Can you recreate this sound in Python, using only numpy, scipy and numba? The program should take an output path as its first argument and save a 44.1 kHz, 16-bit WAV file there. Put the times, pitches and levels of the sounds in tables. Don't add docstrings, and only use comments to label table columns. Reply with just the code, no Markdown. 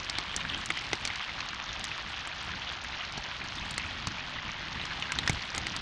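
import sys
import numpy as np
from scipy import signal
from scipy.fft import rfft, irfft, next_fast_len
from scipy.io import wavfile
from scipy.ndimage import uniform_filter1d
from numba import njit

SR = 44100
rng = np.random.default_rng(int(sys.argv[2]) if len(sys.argv) > 2 else 0)


def magnitude_from_level(level_db):
    exponent = np.asarray(level_db, float) / 20
    return 10 ** exponent


def transcribe(u):
    v = np.clip(np.atleast_2d(u).T, -1, 1)
    q = np.round(v * 32767).astype(np.int16)
    wavfile.write(sys.argv[1], SR, q)


N = 256220

# f/Hz, level/dB
FIZZ_SPECTRUM = [(300, -5), (480, -19.5), (700, -9.5), (950, -3.5), (1800, 1.5), (3300, 0), (4200, -4),
                 (5400, -10), (6800, -16.5), (7400, -28)]


def fizz(dull_db, bright_db):
    steam = level(rng.standard_normal(N), -.5) * magnitude_from_level(1.5 * walk(50))
    boil = magnitude_from_level(1.3 * walk(45))
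    dull = level(swarm(count=7000, low_hz=454., high_hz=4200., cycles=13.4, scatter_db=-.5), 0)
    bright = level(swarm(count=6000, low_hz=2700., high_hz=6760., cycles=5.8, scatter_db=3.), 0)
    bursting = (dull + steam) * magnitude_from_level(dull_db) + bright * magnitude_from_level(bright_db + 7.5)
    return colour(boil * bursting, FIZZ_SPECTRUM)


# t/s, peak level/dB, ring f/Hz, body level below 1 kHz/dB
POPS = [(0.0966, -21, 2120, -32), (0.184, -13.5, 2220, -21.5), (0.3622, -28, 1660, -32),
        (0.405, -17, 2900, -43), (0.4497, -17, 1640, -52), (0.5452, -17.5, 3080, -29),
        (0.7026, -8, 2120, -24), (0.772, -18, 2030, -44), (0.93, -9.5, 2060, -16.5),
        (1.051, -17, 2330, -33), (1.292, -18, 2120, -57), (1.4041, -18.5, 2700, -51),
        (1.7933, -35, 2040, -31), (1.8407, -19, 3760, -47), (1.914, -17, 2560, -39),
        (2.2723, -20, 1230, -33), (3.1771, -21.5, 1170, -26.5), (3.4155, -23, 2400, -33),
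        (3.7787, -17, 2080, -28), (4.0702, -14.5, 1170, -36), (4.8369, -21, 2950, -33),
        (5.023, -12.5, 2910, -41), (5.1192, -15, 2170, -47), (5.1866, -9, 3820, -26),
        (5.2753, -8.5, 1800, -37), (5.2949, -11, 2190, -18.5), (5.547, -25, 2100, -29),
        (5.5785, -17.5, 2090, -23), (5.667, -14.5, 2080, -25.5), (5.763, -21.5, 3730, -35)]
# t/s, peak level/dB, ring f/Hz
BUBBLES = [(0.2927, -26, 3180), (0.5895, -23, 1110), (0.7525, -27, 3120), (0.8131, -22, 2100),
           (1.074, -20.5, 2170), (1.1009, -17.5, 2130), (1.2047, -25, 2150), (1.2231, -23.5, 3160),
           (1.261, -26, 2670), (1.531, -21, 1590), (1.6906, -21.5, 3600), (2.0063, -24, 1770),
           (2.536, -21, 1540), (2.6715, -25, 3420), (2.8457, -20.5, 1800), (3.0095, -22.5, 2130),
           (3.039, -24, 1600), (3.5818, -23, 3580), (3.7964, -20, 2660), (3.8333, -22, 2180),
           (3.8634, -22.5, 2520), (4.182, -21, 2370), (4.1934, -24, 2500), (4.3859, -22, 2000),
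           (4.4902, -23, 2200), (4.802, -22, 2750), (4.8137, -19, 3840), (5.1198, -21, 1600),
           (5.1592, -20, 1540), (5.234, -22, 1800)]
# f/Hz, level/dB
BURST_SPECTRUM = [(500, -47), (1000, 3.5), (2200, 6.5), (3800, 2), (5000, -45)]
# f/Hz, level/dB
KNOCK_SPECTRUM = [(150, -33), (300, 7.5), (800, -7.5), (1300, 2.5)]
POP_RING_S, BUBBLE_RING_S = .014, .018
BUBBLE_KNOCK_DB = -32
KNOCK_HZ, KNOCK_RING_S = 820, .018


def bubbles():
    loose = strays(count=30, db=-31, scatter_db=22, low_hz=1115, high_hz=3600)
    pops = np.transpose(POPS)
    small = np.hstack([np.transpose(BUBBLES), loose])
    s, db, hz = np.hstack([pops[:-1], small])
    start = onset(s)
    body_db = np.append(pops[-1], small[1] + BUBBLE_KNOCK_DB)
    ring_s = np.repeat([POP_RING_S, BUBBLE_RING_S], [len(POPS), small.shape[1]])
    ring = grains(start, hz, ring_s, db - 6.5, rise=.027, build_cycles=.34)
    burst = splash(start, db - 17, BURST_SPECTRUM, fast_ms=3.9, slow_ms=13., tail_db=-20.)
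    knock = splash(start, body_db - 12.5, KNOCK_SPECTRUM, fast_ms=3.6, slow_ms=18., tail_db=-16.5)
    thud_hz, thud_s = np.full_like(s, KNOCK_HZ), np.full_like(s, KNOCK_RING_S)
    thud = grains(start, thud_hz, thud_s, body_db - 3, build_cycles=.65)
    snap = grains(start, hz, 2.9 / hz, db - 10.5)
    return echoes(ring + snap) + burst + knock + thud


# t/s, peak level/dB, ring f/Hz, thrown spray level/dB
SPITS = [(0.0958, -18.5, 5360, -33), (0.1845, -19.5, 4450, -31), (0.3631, -14.5, 5800, -21.5),
         (0.658, -26, 5690, -27), (0.7028, -32, 4380, -32), (0.7743, -26, 4770, -39),
         (0.8886, -33, 4400, -58), (0.9313, -18, 6020, -33), (0.9522, -28, 4500, -46),
         (1.0505, -18, 6100, -27.5), (1.074, -21, 4370, -35), (1.1562, -28, 4450, -44),
         (1.4047, -23, 4150, -60), (1.4867, -22, 4270, -60), (1.7933, -27.5, 4260, -38),
         (1.8422, -21, 5400, -28), (2.2722, -36, 4430, -34.5), (3.1782, -23.5, 4300, -42),
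         (3.708, -25, 4400, -27.5), (3.7793, -19, 4400, -26.5), (4.0701, -19.5, 4430, -29.5),
         (5.0225, -25.5, 3500, -62), (5.1193, -22.5, 5520, -27), (5.1866, -21, 4200, -30.5),
         (5.2754, -15, 5180, -28), (5.2949, -15.5, 6660, -24), (5.5473, -24.5, 5490, -34),
         (5.5777, -18.5, 6900, -28), (5.667, -22.5, 4740, -33.5), (5.7636, -20, 4600, -31)]
# t/s, crack level/dB, spray level/dB
TICKS = [(0.045, -26, -43.5), (0.397, -40, -43), (0.498, -42, -45), (0.576, -44, -39), (0.8103, -43, -44),
         (0.8405, -41, -48), (1.0101, -39, -45), (1.2411, -34, -51), (1.456, -36, -45), (1.5422, -42, -47),
         (1.879, -40, -45), (1.977, -31, -46), (2.4264, -40, -44.5), (2.447, -42, -45), (2.722, -31, -47),
         (2.838, -40, -40.5), (3.049, -25.5, -62), (3.124, -44, -46), (3.4396, -42, -48),
         (3.5548, -42, -42), (3.6534, -39, -44), (3.7414, -32, -43), (4.7266, -26, -66), (4.8524, -24, -42),
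         (4.999, -40, -43), (5.153, -26, -58), (5.2614, -42, -45), (5.3298, -28, -37), (5.4221, -31, -53),
         (5.56, -42, -34)]
# f/Hz, level/dB
CRACK_SPECTRUM = [(2800, -5), (4200, 0), (5600, -4), (7000, -8), (8000, 0)]
TICK_RING_HZ = 4400


def spits():
    tick_s, tick_db, _ = np.transpose(TICKS)
    ticks = [tick_s, tick_db, np.full_like(tick_s, TICK_RING_HZ)]
    loose = strays(count=30, db=-33.5, scatter_db=4, low_hz=4200, high_hz=5000)
    s, db, hz = np.hstack([np.transpose(SPITS)[:-1], ticks, loose])
    start = onset(s)
    ring = grains(start, hz, 42.5 / hz, db - 4.5, build_cycles=1.5)
    snap = grains(start, 1.03 * hz, 4. / hz, db)
    gust = splash(start, db - 8.5, CRACK_SPECTRUM, fast_ms=1.4, slow_ms=6.4, tail_db=-10)
    return echoes(ring + snap) + gust


# start t/s, length/s, peak level/dB, f/Hz
SPUTTERS = [(0.14, 0.044, -27.5, 3350), (0.295, 0.043, -31, 3030), (0.395, 0.026, -28.5, 3180),
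            (0.49, 0.04, -25.5, 3200), (0.535, 0.033, -29, 3000), (0.74, 0.051, -28.5, 3140),
            (1.21, .035, -31, 3000), (2.66, 0.043, -27.5, 3230), (3.0, 0.055, -30, 2600),
            (3.8, .07, -30, 2370), (4.43, 0.079, -36, 2800), (5.09, 0.023, -33, 1590)]


def sputters(count=10):
    s, length, db, hz = np.repeat(SPUTTERS, count, axis=0).T
    when, size, pitch = rng.random((len(s), 3)).T
    bubble_hz = hz * (1 + .3 * (pitch - .5))
    return grains(s + when * length, bubble_hz, 24. / hz, db + 10. * (size - .5), build_cycles=.71)


def crackle():
    return level(swarm(count=1400, low_hz=1800., high_hz=5850., cycles=3.4, scatter_db=5.), -49.5)


# f/Hz, level/dB
SPRAY_SPECTRUM = [(6000, -5.5), (7300, 1), (8600, -5.5), (9900, -11.5), (11000, -17), (11800, -16.5),
                  (12300, -43)]


def spray(db):
    ticks = level(swarm(count=2500, low_hz=7000., high_hz=12000., cycles=8., scatter_db=5.5), -3)
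    mist = rng.standard_normal(N) * magnitude_from_level(8.8 * walk(60))
    loose = strays(count=90, db=-61, scatter_db=14, low_hz=1, high_hz=1)[:2]
    s, thrown_db = np.hstack([np.transpose(SPITS)[[0, -1]], np.transpose(TICKS)[[0, -1]], loose])
    thrown = splash(onset(s), thrown_db - 3., SPRAY_SPECTRUM, fast_ms=1.5, slow_ms=7.8, tail_db=-21.)
    return level(colour(ticks + mist, SPRAY_SPECTRUM), 0) * magnitude_from_level(db + 4) + thrown


# t/s, peak level/dB, f/Hz
PUFFS = [(0.18, -51, 293), (0.362, -40, 300), (0.702, -47, 292), (0.932, -49, 170), (3.18, -32, 220),
         (3.199, -38, 60), (3.616, -37.5, 55), (3.851, -33, 75), (4.075, -27.5, 108), (4.083, -30, 199),
         (5.2995, -18, 131), (5.333, -28, 72.7), (5.576, -33, 168)]
# f/Hz, level/dB
FLAME_SPECTRUM = [(15, -30), (25, -3), (60, 2), (150, -1.5), (270, -6.5), (400, -15.5), (650, -22.5)]


def flames(db):
    s, puff_db, hz = np.transpose(PUFFS)
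    gusts = rng.standard_normal(N) * magnitude_from_level(4 * walk(30) + walk(8))
    flutter = level(colour(gusts, FLAME_SPECTRUM), 0) * magnitude_from_level(db)
    puffs = grains(s - .003, hz, 4.4 / hz, puff_db + 6.5, build_cycles=.31)
    return flutter + puffs


# lag t/s, level/dB
ECHOES = [(.0009, -21.5), (.0018, -15.5), (.0031, -20), (.0052, -20.5), (.0087, -14.5)]


def echoes(x):
    out = x.copy()
    for k, (lag_s, db) in enumerate(ECHOES):
        out += (-1) ** k * magnitude_from_level(db) * np.roll(x, int(lag_s * SR))
    return out


def onset(s):
    pop_s = np.transpose(POPS)[0]
    near = pop_s[np.abs(s[:, None] - pop_s).argmin(axis=1)]
    delay_s = .0008
    return np.where(np.abs(near - s) < .004, near, s) + delay_s


def strays(count, db, scatter_db, low_hz, high_hz):
    when, size, pitch = rng.random((count, 3)).T
    s = when * (N / SR - .01)
    return s, db + scatter_db * (size - .5), low_hz * (high_hz / low_hz) ** pitch


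def swarm(count, low_hz, high_hz, cycles, scatter_db):
    when, pitch, ring, size = rng.random((count, 4)).T
    hz = low_hz * (high_hz / low_hz) ** pitch
    rare = -np.log(size + .015)
    return grains(when * N / SR, hz, cycles * (.5 + ring) / hz, scatter_db * rare, rise=.3, build_cycles=.4)


def grains(s, hz, t60, db, rise=0., build_cycles=.062):
    hz = np.clip(hz, 30, .4 * SR)
    t60 = np.clip(t60, .001, .1)
    length = (t60 * SR).astype(np.int64)
    turn = np.exp(2j * np.pi * hz / SR - np.log(1000) / (t60 * SR))
    glide = np.exp(2j * np.pi * hz / SR * rise / length)
    swell = np.exp(-hz / (SR * max(build_cycles, .02)))
    return rings((s * SR).astype(np.int64), turn, glide, magnitude_from_level(db) + 0j, swell, length)


@njit
def rings(start, turn, glide, size, swell, length):
    out = np.zeros(N)
    for k in range(len(start)):
        z, p, held = size[k], turn[k], 1.
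        for i in range(start[k], min(N, start[k] + length[k])):
            held = max(held * swell[k], 1e-9)
            out[i] += z.imag * (1 - held)
            z *= p
            p *= glide[k]
    return out


def splash(s, db, shape, fast_ms, slow_ms, tail_db):
    hits = np.full(N, 1e-18)
    np.add.at(hits, (s * SR).astype(int), magnitude_from_level(db))

    def fade(ms):
        decay = np.exp(-1000 / (np.clip(ms, .2, 30) * SR))
        return signal.lfilter([1], [1, -decay], hits)

    noise = level(colour(rng.standard_normal(N), shape), 0)
    gust = fade(fast_ms) + magnitude_from_level(tail_db) * fade(slow_ms)
    return noise * uniform_filter1d(gust, size=41, origin=10)


def walk(rate):
    k = int(SR / rate)
    held = np.repeat(rng.standard_normal(N // k + 1), k)
    return .77 * uniform_filter1d(uniform_filter1d(held, k), k)[:N]


def colour(x, shape):
    hz, db = np.transpose(shape)
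    n = next_fast_len(N)
    log_hz = np.log(np.arange(1, n // 2 + 2) * SR / n)
    gain_db = np.interp(log_hz, np.log(hz), db, db[0] - 41, db[-1] - 40)
    return irfft(rfft(x, n) * magnitude_from_level(gain_db), n)[:N]


def level(x, db):
    return x * magnitude_from_level(db) / np.sqrt(np.mean(x ** 2))


# t/s, spitting heat level/dB, flame flare level/dB
HEAT = [(0.0, 8.5, 0.5), (1.03, 8, 2), (1.3, 6.5, -1.5), (1.6, -0.5, -3), (2.0, 6, -0.5), (2.25, 1, -5.5),
        (2.45, 0.5, 1), (3.0, -2, -2.5), (3.2, -0.5, -2), (3.7, 6.5, 1.5), (4.1, 1, 2.5), (4.5, -4, 1.5),
        (5.0, 6.5, 2), (5.24, 6, 2), (5.31, 12, 9), (5.45, 9, 0), (5.62, 4, 2.5), (5.81, 10, 1.5)]
FIZZ_DB, BRIGHT_DB, SPRAY_DB, FLAME_DB = -39, -49.5, -80, -47.5
FIZZ_PER_HEAT, BRIGHT_PER_HEAT, FIZZ_PER_FLARE = .008, .083, .14
DULL_HZ = 6670


def scene():
    s, *columns = np.transpose(HEAT)
    heat_db, flare_db = (np.interp(np.arange(N) / SR, s, c) for c in columns)
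    treble_cut = signal.ellip(6, .5, 45, DULL_HZ, fs=SR, output="sos")
    bursts = signal.sosfilt(treble_cut, spits() + bubbles() + crackle() + sputters())
    dull_db = FIZZ_DB + FIZZ_PER_HEAT * heat_db + FIZZ_PER_FLARE * flare_db
    boil = fizz(dull_db, BRIGHT_DB + BRIGHT_PER_HEAT * heat_db)
    return (boil + spray(SPRAY_DB + heat_db) + bursts + flames(FLAME_DB + flare_db))[None]


def roll_off(x):
    return signal.sosfilt(signal.butter(12, 12360, fs=SR, output="sos"), x)


def record(dry):
    soft = signal.butter(4, 10800., fs=SR, output="sos")
    top = signal.ellip(8, .2, 70, 12000, fs=SR, output="sos")
    mix = signal.sosfilt(np.vstack([soft, top]), dry)
    return roll_off(mix)


dry = scene()
out = record(dry)
transcribe(out)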